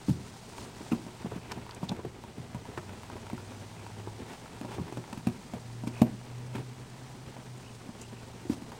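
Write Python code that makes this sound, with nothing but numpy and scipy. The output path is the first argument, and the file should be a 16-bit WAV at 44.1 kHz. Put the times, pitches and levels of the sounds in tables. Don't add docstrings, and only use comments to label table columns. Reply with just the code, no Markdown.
import sys
import numpy as np
from scipy import signal
from scipy.fft import rfft, irfft, next_fast_len
from scipy.io import wavfile
from scipy.ndimage import uniform_filter1d

SR = 44100
rng = np.random.default_rng(int(sys.argv[2]) if len(sys.argv) > 2 else 0)


def unload_audio(sound):
    columns = np.transpose(np.atleast_2d(sound))
    steps = np.round(np.clip(columns, -1, 1) * 32767)
    wavfile.write(sys.argv[1], SR, steps.astype(np.int16))


N = 388028
TIME = np.arange(N) / SR
AGE = np.arange(int(.3 * SR)) / SR

# start_s, firing_rate_hz, level_db
ENGINE_GLIDE = [(2.4, 87.8, -57), (2.85, 94, -49), (3.45, 100, -47.5), (4.1, 105.4, -45),
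                (4.35, 110.7, -55), (4.9, 123, -50), (5.5, 119.5, -49), (5.82, 117.6, -41.5),
                (6.41, 123.1, -38.5), (7.2, 130, -50), (7.55, 125.2, -45), (7.8, 115.1, -55.5),
                (8.1, 117.8, -43), (8.8, 117, -62)]
ROOM_MODES_HZ = (94, 100, 105.4, 117.6, 124.4, 129.9)
# pitch_hz, level_db (rms)
CAMERA_WHINE = [(2000, -79), (4000, -83.5), (6001, -77.5), (7000, -83), (8010, -76.5), (8041, -87),
                (15001, -90)]
# pitch_hz, relative_level_db
RUMBLE_SPECTRUM = [(15, 13), (30, -3), (60, 7), (90, -13), (160, 11), (400, -32)]
# centre_s, level_db, pitch_hz, half_length_s
BIRD_TRILLS = [(1.45, -62, 2480, 0.07), (3.816, -60, 2420, .05), (5.974, -52.5, 2460, 0.04),
               (7.681, -57.5, 2780, .045), (8.036, -56, 2670, .025), (8.187, -61, 2640, 0.045)]
# start_s, rustle_level_db, hiss_level_db
STEADY_HANDLING = [(0.0, -53.5, -58), (0.29, -55, -55.5), (0.61, -52.5, -55.5), (1.81, -53, -60),
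                   (2.03, -54.5, -61.5), (2.28, -55, -61), (2.89, -52.5, -58), (3.77, -53, -57),
                   (3.99, -53, -58), (4.85, -52.5, -58), (5.46, -55, -58), (6.0, -54, -59),
                   (6.91, -54.5, -59), (7.18, -53.5, -58.5), (7.74, -55.5, -58.5), (8.8, -54, -58.5)]
# height_s, swell_s, rustle_level_db, swish_level_db
FUR_STROKES = [(0.10, 0.036, -58, -55.5), (0.27, 0.016, -54, -62), (0.605, 0.038, -56, -53.5),
               (0.90, .08, -66, -59), (1.30, 0.041, -57, -71), (1.52, 0.0052, -43.5, -63),
               (1.845, 0.012, -58, -58), (4.32, 0.039, -49, -60), (4.735, 0.029, -48, -57.5),
               (5.88, 0.011, -59, -55), (5.985, 0.034, -48, -60), (6.57, 0.023, -47, -66),
               (8.525, 0.019, -54, -52)]
# pitch_hz, relative_level_db
RUB_SPECTRUM = [(50, -7), (90, 1.5), (150, -9.5), (230, 1.5), (300, -6), (400, -2.5), (520, -10),
                (800, -23)]
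RUSTLE_SPECTRUM = [(400, -8), (620, 1), (760, 2), (940, 2), (1100, -3), (1700, -6), (2500, -7.5),
                   (3500, -11), (6000, -26)]
SWISH_SPECTRUM = [(1500, -14), (3000, -4.5), (4500, -0.5), (7000, -3), (9800, -5), (10200, -19),
                  (16000, -16)]
SCRATCH_SPECTRUM = [(600, 5), (930, 5), (1100, -6.5), (1400, 7), (1800, -8.5), (2500, -2.5), (4000, -18),
                    (9000, -26)]
# start_s, level_db
GRIP_CREAKS = [(0.582, -37), (1.665, -40), (1.693, -37), (2.238, -37.5), (2.654, -40.5), (3.033, -39.5),
               (3.100, -39), (3.166, -38.5), (3.267, -38.5), (3.300, -36.5), (3.379, -38.5), (3.865, -39.5),
               (4.305, -46.5), (4.46, -43), (4.729, -45), (4.868, -45), (5.04, -42), (7.366, -44),
               (8.719, -36.5)]
# pitch_hz, relative_level_db, t60_s
CASE_MODES = [(87, -12, 0.39), (116.8, 4, 0.13), (160, -3.5, 0.13), (190, -33, 0.025), (233, 8.5, 0.062),
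              (281, 5.5, 0.058), (360, 7, 0.22), (395, -0.5, 0.16), (626, -8.5, 0.043), (736, -2, 0.021),
              (839, -5, 0.029), (941, -7, 0.078), (1073, -6, 0.054), (1280, 0, 0.021)]
CASE_EDGES_HZ = (0, 175, 500, 1600)
# pitch_hz, relative_level_db, t60_s
SPRING_MODES = [(11855, 0, .12), (12325, 0, .12), (13140, -10, .08)]
# pitch_hz, relative_level_db
SKIN_SPECTRUM = [(1150, 10.5), (1450, 3.5), (1800, 1), (2200, 1.5), (2620, 6.5), (3000, -1), (6000, -7),
                 (9500, -7), (10800, -15), (16000, -18)]
# start_s, thud_level_db, thud_pitch_hz, boom_level_db, clack_level_db, tick_level_db
CASE_BUMPS = [(0.084, -26.5, 233, -40, -47, -59), (0.094, -27.5, 216, -21.5, -48, -53),
              (0.808, -43, 283, -56, -55, -63), (0.918, -27, 259, -52, -44, -49),
              (0.930, -25.5, 230, -38.5, -44, -66), (0.950, -39.5, 299, -55, -54, -70),
              (1.065, -41, 248, -72, -51, -60), (1.246, -37.5, 213, -37, -51, -70),
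              (1.259, -42.5, 382, -47, -47, -65), (1.32, -42, 393, -40, -47, -65),
              (1.361, -40, 220, -40, -58, -66), (1.574, -42, 216, -45, -50, -65),
              (1.830, -31.5, 190, -48, -41.5, -61), (1.896, -42, 203, -35, -46, -63),
              (1.917, -32, 198, -46.5, -41, -53), (1.992, -46.5, 400, -60, -49.5, -71),
              (2.049, -37, 390, -39.5, -48, -59), (2.381, -43, 231, -36, -55, -66),
              (2.547, -38, 206, -35.5, -45, -55), (2.776, -39.5, 360, -42, -44, -49.5),
              (3.156, -45, 329.4, -50, -53, -70), (3.331, -32.5, 217, -39, -49, -59),
              (4.073, -41.5, 360, -50.5, -46, -65), (4.612, -38, 253, -58, -49, -53),
              (4.648, -38.5, 247, -46, -44, -58), (4.783, -39.5, 350, -35.5, -43, -69),
              (4.795, -39, 235, -32, -57, -69), (4.924, -42, 337, -51, -46.5, -54),
              (4.972, -37.5, 255, -37, -44.5, -52), (5.128, -41, 219, -63, -44.5, -47.5),
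              (5.175, -40.5, 230, -42, -62, -53), (5.27, -24, 212, -29.5, -40.5, -44.5),
              (5.536, -39, 210, -37.5, -42.5, -52), (5.836, -35.5, 227, -53, -46, -61),
              (5.872, -32, 248, -55, -48, -47.5), (6.017, -14.5, 222, -24, -28.5, -39.5),
              (6.553, -37, 250, -62, -47.5, -48), (6.581, -40, 264, -41, -55, -59),
              (7.89, -41, 224, -56, -54, -73), (8.453, -42.5, 299.5, -60, -60, -68),
              (8.498, -25.5, 262.4, -57, -48, -54), (8.62, -40.5, 238, -50, -57, -60)]
# peak_s, level_db, centre_hz, width_hz, swell_s, decay_s
DRY_CLICKS = [(0.921, -45, 2480, 600, 0.0042, 0.0031), (0.922, -46, 1260, 300, 0.0026, .005),
              (1.323, -56, 1190, 400, .003, 0.0055), (1.5185, -46, 4120, 4950, 0.00099, 0.0028),
              (1.519, -45, 1120, 1500, 0.0074, 0.0023), (1.710, -51.5, 4100, 2000, .0006, 0.0027),
              (1.748, -55, 7600, 2592, 0.00092, 0.0019), (1.8935, -41, 3620, 1389, 0.0034, 0.0036),
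              (1.894, -49.5, 5400, 3500, 0.0038, 0.0023), (2.776, -43.5, 1340, 900, 0.0011, 0.0094),
              (8.013, -50, 6870, 4030, .0005, 0.016)]


def from_db(db):
    return 10 ** (np.asarray(db) / 20)


def rms_one(x):
    return x / np.sqrt(np.mean(x ** 2) + 1e-20)


def unit_blow(x):
    return x / np.sqrt(np.sum(x ** 2) / (.02 * SR) + 1e-20)


def in_time(rows):
    s, *columns = np.transpose(rows)
    return [np.interp(TIME, s, column) for column in columns]


def noise():
    return rng.standard_normal(N)


def colour(x, points):
    hz, db = np.transpose(points)
    size = next_fast_len(len(x))
    f = np.maximum(np.fft.rfftfreq(size, 1 / SR), 1)
    ends = 1 / np.sqrt((1 + (hz[0] / f) ** 6) * (1 + (f / hz[-1] / 2) ** 6))
    gain = ends * from_db(np.interp(np.log(f), np.log(hz), db))
    return rms_one(irfft(rfft(x, size) * gain, size)[:len(x)])


def drift(rate):
    knots = rng.standard_normal(8000)
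    return rms_one(np.interp(TIME * rate, np.arange(len(knots)), knots))


def add(out, s, x):
    i = max(int(s * SR), 0)
    out[i:i + len(x)] += x[:max(N - i, 0)]


def engine(waver_db, second_db=-16, mode_width_hz=3.2):
    hz, db = in_time(ENGINE_GLIDE)
    phase = 2 * np.pi * np.cumsum(hz) / SR
    off_hz = np.min([np.abs(hz - f) for f in ROOM_MODES_HZ], axis=0)
    lift = 1 / np.sqrt(1 + (2 * off_hz / mode_width_hz) ** 2)
    drone = np.sin(phase) + from_db(second_db) * np.sin(2 * phase)
    return lift * from_db(db + waver_db * drift(12)) * drone


def background(waver_db=0.75, hum_hz=118, hum_db=-55.5, rumble_db=-55.5):
    hum_level = from_db(hum_db + waver_db * drift(2.9))
    hum = hum_level * np.sin(2 * np.pi * hum_hz * TIME + 0.32 * drift(3.52))
    whine = sum(from_db(level) * np.sin(2 * np.pi * f * TIME + 0.85 * drift(14))
                for f, level in CAMERA_WHINE)
    tones = np.sqrt(2) * (engine(waver_db) + hum + whine)
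    return tones + from_db(rumble_db) * colour(noise(), RUMBLE_SPECTRUM)


def room(x, t60_s=0.33, level_db=-8.5, wall_hz=600, bass_hz=130, build_s=0.005):
    t = np.arange(int(.6 * SR)) / SR
    tail = rng.standard_normal(len(t)) * from_db(-60 * t / t60_s) * (1 - np.exp(-(t / build_s) ** 2))
    tail = tail / np.sqrt(np.sum(tail ** 2))
    band = signal.butter(1, [bass_hz, wall_hz], "band", fs=SR, output="sos")
    return from_db(level_db) * signal.fftconvolve(x, signal.sosfilt(band, tail))[:N]


def bird(trill_hz=58, sweep=0.051, blur=0.054):
    out, t = np.zeros(N), AGE - AGE.mean()
    for s, db, hz, half_s in BIRD_TRILLS:
        beat = 2 * np.pi * trill_hz * t
        buzz = rms_one(uniform_filter1d(rng.standard_normal(len(t)), size=90))
        pitch = hz * (1 + sweep * np.sin(beat) + blur * buzz)
        whistle = np.sin(2 * np.pi * np.cumsum(pitch) / SR)
        add(out, s + t[0], from_db(db) * np.exp(-(t / half_s) ** 2) * (1 + np.cos(beat)) * whistle)
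    return out


def friction(rustle_db=0.0, swish_db=-3, release=0.88):
    steady_rustle, steady_swish = in_time(STEADY_HANDLING)
    power = from_db([steady_rustle + rustle_db, steady_swish + swish_db]) ** 2
    for s, swell_s, *levels_db in FUR_STROKES:
        reach = np.abs(TIME - s) / np.where(TIME < s, swell_s, swell_s * release)
        swell = np.exp(-np.minimum(reach, 10) ** 2 / 2)
        power = power + np.outer(from_db(levels_db), swell) ** 2
    return 10 * np.log10(power)


def brushing(rustle, swish, rustle_db=-0.5, swish_db=2.0, rub_over_db=2.5, rub_follows=0.9,
             rub_rough_db=3.0, rustle_rough_db=1.38, swish_rough_db=1.0, drum_hz=60, drum_depth=0.15):
    usual = np.median(rustle)
    rub = usual + rub_over_db + rub_follows * (rustle - usual)
    catch = drift(45)
    rustle_catch = (catch + drift(120)) / np.sqrt(2)
    turn = 2 * np.pi * drum_hz * TIME
    flutter = 1 + drum_depth * (np.cos(turn) + 0.73 * np.cos(2 * turn))
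    low = from_db(rub + rub_rough_db * catch) * colour(noise(), RUB_SPECTRUM)
    mid = from_db(rustle + rustle_db + rustle_rough_db * rustle_catch) * colour(noise(), RUSTLE_SPECTRUM)
    high = from_db(swish + swish_db + swish_rough_db * drift(150)) * colour(noise(), SWISH_SPECTRUM)
    return low + mid * flutter + high * np.sqrt(np.abs(flutter))


def ring(modes, build_cycles=0.5, stiffen=0., relax_s=0.013):
    warped = AGE + stiffen * relax_s * (1 - np.exp(-AGE / relax_s))
    out = np.zeros(len(AGE))
    for hz, db, t60 in modes:
        swing_up = 1 - np.exp(-(AGE * hz / build_cycles) ** 2)
        out += from_db(db - 60 * AGE / t60) * swing_up * np.sin(2 * np.pi * hz * warped)
    return out


def push(hz, modes, cycles, ring_db, reach_octaves=0.48):
    turns = hz * AGE
    bounce = (turns / cycles) ** 2 * np.exp(-turns / cycles) * np.sin(2 * np.pi * turns)
    woken = ring([(f, db - 6 * (np.log2(f / hz) / reach_octaves) ** 2, t60) for f, db, t60 in modes])
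    return unit_blow(unit_blow(bounce) + from_db(ring_db) * unit_blow(woken))


def skid(x, force_db, amount=.07, skid_s=0.0086, firm_db=-33):
    looseness = amount * from_db(-max(force_db - firm_db, 0))
    contact = (AGE == 0) + looseness * rng.standard_normal(len(AGE)) * np.exp(-AGE / skid_s)
    return unit_blow(signal.fftconvolve(x, contact)[:len(AGE)])


def crinkle(rustle, per_s=9, level_db=2, size_db=3.5, scratch_db=-2, decay_s=0.0024,
            creak_hz=895, creak_ring_db=-10.5):
    chance = per_s * from_db(2 * (rustle - np.median(rustle))) / SR
    born = rng.random(N) < chance
    sizes = born * from_db(rustle + level_db + size_db * np.clip(noise(), -2, 2))
    for s, db in GRIP_CREAKS:
        add(sizes, s, from_db([db]))
    slips = signal.lfilter([1], [1, -np.exp(-1 / (decay_s * SR))], sizes + 1e-18)
    scratch = from_db(scratch_db) * slips * colour(noise(), SCRATCH_SPECTRUM)
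    case = push(creak_hz, CASE_MODES, cycles=1.0, ring_db=1, reach_octaves=0.47)
    return scratch + from_db(creak_ring_db) * signal.fftconvolve(sizes, case)[:N]


def knocks(grip_spread=0.02, strength_db=3.5, light_db=-36, press_s=0.001158, lead_s=0.001116,
           tick_s=0.004, tick_tail=0.13, tick_tail_s=0.026, grain_db=13.0, spring_db=-38,
           clack_pitch_hz=735, clack_at_db=-38.5, clack_octaves_per_db=.013):
    out = np.zeros(N)
    mode_hz, mode_db, t60 = np.transpose(CASE_MODES)
    skin = colour(noise() * from_db(grain_db * noise()), SKIN_SPECTRUM)
    for s, thud_db, thud_hz, boom_db, clack_db, tick_db in CASE_BUMPS:
        grip, touch = rng.standard_normal((2, len(CASE_MODES)))
        struck = np.column_stack([mode_hz * (1 + grip_spread * grip), mode_db + strength_db * touch, t60])
        deep, middle, bright = [struck[(mode_hz >= low) & (mode_hz < high)]
                                for low, high in zip(CASE_EDGES_HZ, CASE_EDGES_HZ[1:])]
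        sink_s = press_s * from_db(max(thud_db - light_db, 0) / 2)

        boom = unit_blow(ring(deep, stiffen=0.42))
        thud = push(thud_hz, middle, cycles=0.52, ring_db=-4)
        add(out, s - lead_s, from_db(boom_db) * boom + from_db(thud_db) * thud)

        fade = np.exp(-AGE / tick_s) + tick_tail * np.exp(-AGE / tick_tail_s)
        slip = (1 - np.exp(-AGE / sink_s)) * fade
        tick = unit_blow(np.roll(skin, -int(s * SR))[:len(AGE)] * slip)
        add(out, s - lead_s, from_db(tick_db) * tick)

        clack_hz = clack_pitch_hz * 2 ** (clack_octaves_per_db * (clack_at_db - thud_db))
        clack = skid(push(clack_hz, bright, cycles=0.37, ring_db=12.0), thud_db, amount=0.071)
        spring = from_db(thud_db + spring_db) * unit_blow(ring(SPRING_MODES))
        add(out, s - lead_s + sink_s, from_db(clack_db) * clack + spring)
    return out


def dry_clicks(grain_db=11.5, lead_s=.03):
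    out, t = np.zeros(N), AGE - lead_s
    for s, db, hz, width_hz, swell_s, decay_s in DRY_CLICKS:
        grains = rng.standard_normal(len(t)) * from_db(grain_db * rng.standard_normal(len(t)))
        burst = grains * np.exp(np.minimum(t / swell_s, -t / decay_s))
        r = np.exp(-np.pi * width_hz / SR)
        peak = [1, 0, -1, 1, -2 * r * np.cos(2 * np.pi * hz / SR), r * r]
        add(out, s - lead_s, from_db(db) * unit_blow(signal.sosfilt([peak, peak], burst)))
    return out


def scene(bump_bass_cut_hz=62):
    bass_cut = signal.butter(3, bump_bass_cut_hz, "high", fs=SR, output="sos")
    close = signal.sosfilt(bass_cut, knocks()) + dry_clicks()
    rustle, swish = friction()
    handling = brushing(rustle, swish) + crinkle(rustle)
    return (background() + bird() + handling + close + room(close))[None]


def record(dry, cutoff_hz=15900):
    x = signal.sosfilt(signal.butter(1, 20, "high", fs=SR, output="sos"), dry)
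    return signal.sosfilt(signal.ellip(12, .1, 80, cutoff_hz, fs=SR, output="sos"), x)


dry = scene()
out = record(dry)
unload_audio(out)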